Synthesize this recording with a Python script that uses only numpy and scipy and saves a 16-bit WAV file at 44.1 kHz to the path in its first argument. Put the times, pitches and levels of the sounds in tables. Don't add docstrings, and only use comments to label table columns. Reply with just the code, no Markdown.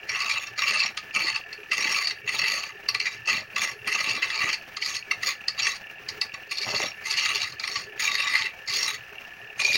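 import sys
import numpy as np
from scipy import signal
from scipy.fft import rfft, irfft
from scipy.io import wavfile
from scipy.ndimage import uniform_filter1d

SR = 44100
rng = np.random.default_rng(int(sys.argv[2]) if len(sys.argv) > 2 else 0)


def output_pcm(signal):
    pcm = np.clip(np.atleast_2d(signal).T, -1, 1) * 32767
    wavfile.write(sys.argv[1], SR, np.round(pcm).astype(np.int16))


N = 430857
TIME = np.arange(N) / SR
TURN_HZ = 16.3

# start/s, hold/s, fade/s, level/dB, swell over the hold/dB, edge against scrape/dB
STROKES = [ (0.086, 0.29, 0.092, -27.5, 0.5, -4.5), (0.575, 0.29, 0.036, -25, 0, -2),
           (1.139, 0.2, 0.05, -27.5, -4.5, -4), (1.709, 0.27, 0.12, -25, 5, -1.5),
           (2.271, 0.25, 0.18, -26.5, 3.5, -2.5), (2.996, 0.064, 0.11, -29.5, -1.5, 0.5),
           (3.27, 0.11, 0.042, -24.5, -6, -3), (3.557, 0.09, 0.078, -24, 2, -2.5),
           (3.867, .25, 0.13, -26, 2.5, -1.5), (4.217, .31, 0.034, -26.5, 5.5, -2),
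           (4.809, .15, 0.034, -28.5, 3.5, 3.5), (5.219, 0.096, 0.021, -28, 7.5, -1),
           (5.58, 0.12, 0.066, -26, -0.5, 2.5), (6.505, 0.015, 0.03, -26.5, 8.5, 7),
           (6.566, 0.27, 0.072, -29, 8.5, 4), (7.048, 0.39, 0.067, -26.5, -1.5, 2.5),
           (7.623, 0.18, 0.044, -33, 1, 1.5), (7.991, 0.44, .07, -26, 0.5, -3.5),
           (8.672, 0.21, 0.078, -26, 6, 2), (9.590, 0.15, 0.045, -26, -0.5, 15), ]
# t/s, level before the tool's pressure softens it/dB
CATCHES = [(0.159, -13.5), (0.296, -10.5), (0.47, -28), (0.836, -11), (0.973, -21), (1.359, -16.5),
           (1.529, -31.5), (2.073, -17), (2.109, -24), (2.888, -17), (2.947, -16.5), (3.066, -19),
           (3.61, -21), (3.714, -26), (3.875, -11.5), (4.769, -26), (5.113, -17), (5.232, -17),
           (5.483, -18.5), (5.591, -13.5), (5.669, -10), (6.088, -25.5), (6.097, -37), (6.215, -18.5),
           (6.341, -30), (6.747, -15), (6.883, -31), (7.259, -10.5), (7.523, -36), (7.598, -22.5),
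           (7.639, -17.5), (7.676, -15), (7.757, -14.5), (8.043, -13), (8.354, -9.5), (9.596, -14),
           (9.665, -18), (9.755, -14.5)]
# start/s, end/s, f/Hz, level against the cut/dB
CHATTERS = [(0.62, 0.78, 2680, -10), (1.207, 1.423, 4445, -6.5), (2.04, 2.136, 4540, 3.5),
            (2.374, 2.68, 4530, -9.5), (3, 3.138, 4650, -10), (5.568, 5.66, 4580, -8),
            (7.154, 7.41, 2756, -6), (8.016, 8.335, 3780, -9.5), (9.6, 9.794, 2423, 1.5)]
# start/s, end/s, level/dB
TEAR_OUTS = [(0.677, 0.902, -48.5), (1.164, 1.266, -43.5), (1.747, 1.912, -46.5), (2.324, 2.597, -49.5),
             (3.292, 3.416, -43.5), (3.532, 3.71, -51), (3.86, 4.2, -47.5), (4.438, 4.486, -39),
             (6.656, 6.863, -36), (7.735, 7.816, -55), (9.606, 9.796, -44)]
# f/Hz, width/Hz, level/dB
TOOL_MODES = [(882.5, 44, -10.5), (1147.3, 41.5, 1.5), (1241, 58, -0.5), (1800, 370, -11.5),
              (1991, 160, 3.5), (2346, 116, 3), (2665, 136, 5), (3400, 23, -15.5), (3896, 170, -1),
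              (4428, 195, 0.5), (4596, 564, 0.5), (5557, 142, 2), (6310, 360, -9), (8884, 117, -11),
              (11310, 276, -20)]
# f/Hz, width/Hz, level/dB
SPINDLE_MODES = [(120, 94, -5.5), (211, 78, -2.5), (289, 122, -4.5), (405, 114, -7), (597, 75, 1.5),
                 (685, 410, -5.5)]
# f/Hz, width/Hz, level/dB
FRAME_MODES = [(106.5, 37, -1.5), (411, 56, 0), (705, 134, -5)]
# f/Hz, width/Hz, level/dB
BEARING_MODES = [(1720, 71, -11.5), (1769, 68, -4), (2304, 50, -10), (2590, 200, -14), (11270, 97, -32)]
# f/Hz, width/Hz, level/dB
RATTLE_MODES = [(2540, 240, -3.5), (2730, 84, -0.5)]
# f/Hz, level/dB
CHIP_HISS = [(100, 3), (600, 12.5), (1500, -5), (2300, -19), (3600, 28), (4800, -12.5), (6800, 29.5),
             (7900, -72), (9300, 7.5), (12300, -2.5), (14000, 8.5), (15500, 8.5)]
# f/Hz, level/dB
DRIVE_COLOUR = [(25, -8), (70, -4.5), (110, -2), (250, -6.5), (800, -3), (1000, -8.5), (1350, -1.5),
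                (2900, -4), (3500, -16), (5800, -14), (8000, -29), (13500, -32.5), (15600, -14.5)]


def cutting(grain, scrape, edge):
    strength = np.hypot(scrape, edge)
    freedom = 1 / (1 + strength / from_db(-27.5))
    jolts = freedom * catches()
    low_force = from_db(-0.35) * scrape * grain + jolts
    high_force = edge * grain + jolts
    split_hz = 3250
    low = body(low_force, [m for m in TOOL_MODES if m[0] < split_hz], wander_db=4.5, wander_hz=12)
    high = body(high_force, [m for m in TOOL_MODES if m[0] >= split_hz], wander_db=6.5, wander_hz=10.9)
    rings = np.std(low_force) * rms_one(low) + from_db(-3) * np.std(high_force) * rms_one(high)
    cracks = edge * evened(snaps(per_s=450, spread_db=6.5), seconds=0.099)
    crackle = from_db(-9) * splinters(cracks + jolts)
    hiss = from_db(-15.5 + 4.9 * drift(4.5)) * edge * coloured(grain, CHIP_HISS)
    return rings + crackle + hiss + strength * chatter(grain)


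def stroke_gains(graze_s=0.02, attack_s=0.0073, settle_s=0.11, high_spot_s=0.012, lift_s=0.016):
    gains = np.zeros((2, N))
    for start, hold_s, fade_s, db, swell_db, edge_db in STROKES:
        age = TIME - start
        since = np.maximum(age, 0)
        graze = from_db(-15) * np.clip(1 + age / graze_s, 0, 1)
        bite = np.clip(age / attack_s, 0, 1)
        lift = np.clip(1 - (age - hold_s - fade_s) / lift_s, 0, 1)
        contact = np.maximum(bite, graze) * lift
        push_db = swell_db * (np.minimum(since / hold_s, 1) - 0.5)
        ease_db = -15 * np.clip((age - hold_s) / fade_s, 0, 1)
        bounce_db = 4.5 * np.exp(-since / settle_s) * np.cos(2 * np.pi * TURN_HZ * (since - high_spot_s))
        shares = from_db([[0], [edge_db]])
        gains += shares / np.linalg.norm(shares) * contact * from_db(db + push_db + ease_db + bounce_db)
    return gains


def fibres():
    angle = 2 * np.pi * np.cumsum(TURN_HZ * (1 + 0.0078 * drift(1.37))) / SR
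    bite_db = 2 * np.sin(angle) + 2 * np.sin(2 * angle) + 5.5 * np.tanh(drift(100))
    return evened(snaps(per_s=4500, spread_db=4) * from_db(bite_db), seconds=0.0755)


def catches(rise_s=0.0018, fall_s=0.004, rub_db=-8, rub_s=0.012):
    envelope = np.zeros(N)
    age = np.arange(-SR // 25, SR // 10) / SR
    burst = np.exp(-np.maximum(-age / rise_s, age / fall_s))
    rub = from_db(rub_db) * np.exp(-np.abs(age) / rub_s) * (age > 0)
    for t, db in CATCHES:
        at = round((t + age[0]) * SR)
        envelope[at:at + len(age)] += from_db(db) * np.maximum(burst, rub)[:N - at]
    return envelope * evened(snaps(per_s=9000, spread_db=2), seconds=0.002)


def splinters(force, low_hz=1995, high_hz=7056, width_hz=220, flicker_db=49):
    rings = np.zeros(N)
    for k, hz in enumerate(np.linspace(low_hz, high_hz, 22)):
        db = -4.5 * np.log2(hz / low_hz) + flicker_db * np.tanh(drift(33))
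        rings += (-1) ** k * from_db(db) * resonance(force, hz, width_hz)
    return np.std(force) * rms_one(rings)


def chatter(grain):
    squeals = np.zeros(N)
    for start, end, hz, db in CHATTERS:
        squeal = evened(resonance(grain, hz, width_hz=120), seconds=0.069)
        squeals += from_db(db) * during(start, end, fade_s=0.05) * squeal
    return squeals


def tearing(scrape):
    deep_cuts = sum(from_db(db) * during(start, end, fade_s=0.051) for start, end, db in TEAR_OUTS)
    depth = np.hypot(deep_cuts, from_db(-28.5) * scrape)
    knocks = body(snaps(per_s=200, spread_db=5), SPINDLE_MODES, wander_db=7, wander_hz=22)
    return depth * evened(knocks, seconds=0.09)


def lathe(tick_hz=35.6, tick_decay_s=0.0025):
    drive = coloured(rng.standard_normal(N) * from_db(3.25 * drift(37)), DRIVE_COLOUR)
    throb = rms_one(body(rng.standard_normal(N), FRAME_MODES, wander_db=9.5, wander_hz=12))
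    bearing = rms_one(body(rng.standard_normal(N), BEARING_MODES, wander_db=3.5, wander_hz=18))
    tick_count = np.cumsum(tick_hz * (1 + 0.087 * drift(30))) / SR
    age = tick_count % 1 / tick_hz
    ticks = rng.standard_normal(N) * np.exp(-age / tick_decay_s) * from_db(4.2 * np.tanh(drift(66)))
    rattle = rms_one(body(ticks, RATTLE_MODES, wander_db=0.5, wander_hz=15))
    return from_db(-49) * drive + from_db(-56) * throb + from_db(-47) * bearing + from_db(-48.5) * rattle


def workshop(x, t60_s, wet_db, predelay_s):
    age = TIME[:SR // 2]
    tail = rng.standard_normal(len(age)) * from_db(-60 * age / t60_s) * (age > predelay_s)
    return x + from_db(wet_db) * signal.oaconvolve(x, tail / np.linalg.norm(tail))[:N]


def body(force, modes, wander_db, wander_hz):
    return sum(resonance(force, hz, width_hz) * from_db(db + wander_db * np.clip(drift(wander_hz), -2, 1.5))
               for hz, width_hz, db in modes)


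def resonance(x, hz, width_hz):
    for width in (width_hz, width_hz * 2.3):
        r = np.exp(-np.pi * width / SR)
        feedback = [1, -2 * r * np.cos(2 * np.pi * hz / SR), r * r]
        x = signal.lfilter(np.array([1, 0, -1]) * (1 - r * r) / 2, feedback, x + 1e-18)
    return x


def coloured(x, colour, size=4096):
    hz, db = np.transpose(colour)
    grid_hz = np.maximum(np.arange(size // 2 + 1) * SR / size, 1)
    gain = from_db(np.interp(np.log(grid_hz), np.log(hz), db))
    cepstrum = irfft(np.log(gain))
    cepstrum[1:size // 2] *= 2
    cepstrum[size // 2 + 1:] = 0
    impulse = irfft(np.exp(rfft(cepstrum)))
    return rms_one(signal.oaconvolve(x, impulse)[:N])


def snaps(per_s, spread_db):
    sizes = from_db(spread_db * np.minimum(rng.exponential(1, N), 4)) * rng.choice([-1, 1], N)
    return rms_one(sizes * (rng.random(N) < per_s / SR))


def drift(hz):
    hop, run_in = 16, 4000
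    r = np.exp(-2 * np.pi * hop * hz / SR)
    slow = signal.lfilter([1], [1, -2 * r, r * r], rng.standard_normal(N // hop + run_in + 2))[run_in:]
    return np.interp(np.arange(N) / hop, np.arange(len(slow)), rms_one(slow))


def evened(x, seconds):
    power = uniform_filter1d(x * x, int(seconds * SR))
    return x / np.sqrt(np.maximum(power, 1e-9))


def during(start, end, fade_s):
    return np.clip(np.minimum(TIME - start, end - TIME) / fade_s + 0.5, 0, 1)


def from_db(db):
    return 10 ** (np.asarray(db) / 20)


def rms_one(x):
    return x / np.sqrt(np.mean(x ** 2) + 1e-20)


def scene():
    scrape, edge = stroke_gains()
    direct = cutting(fibres(), scrape, edge) + tearing(scrape) + lathe()
    near = workshop(direct, t60_s=0.08, wet_db=-11, predelay_s=0.005)
    return workshop(near, t60_s=0.18, wet_db=-16, predelay_s=0.018)[None]


def record(dry):
    cutoff_hz = 15900
    return signal.sosfilt(signal.ellip(12, 0.2, 80, cutoff_hz, fs=SR, output="sos"), dry)


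dry = scene()
out = record(dry)
output_pcm(out)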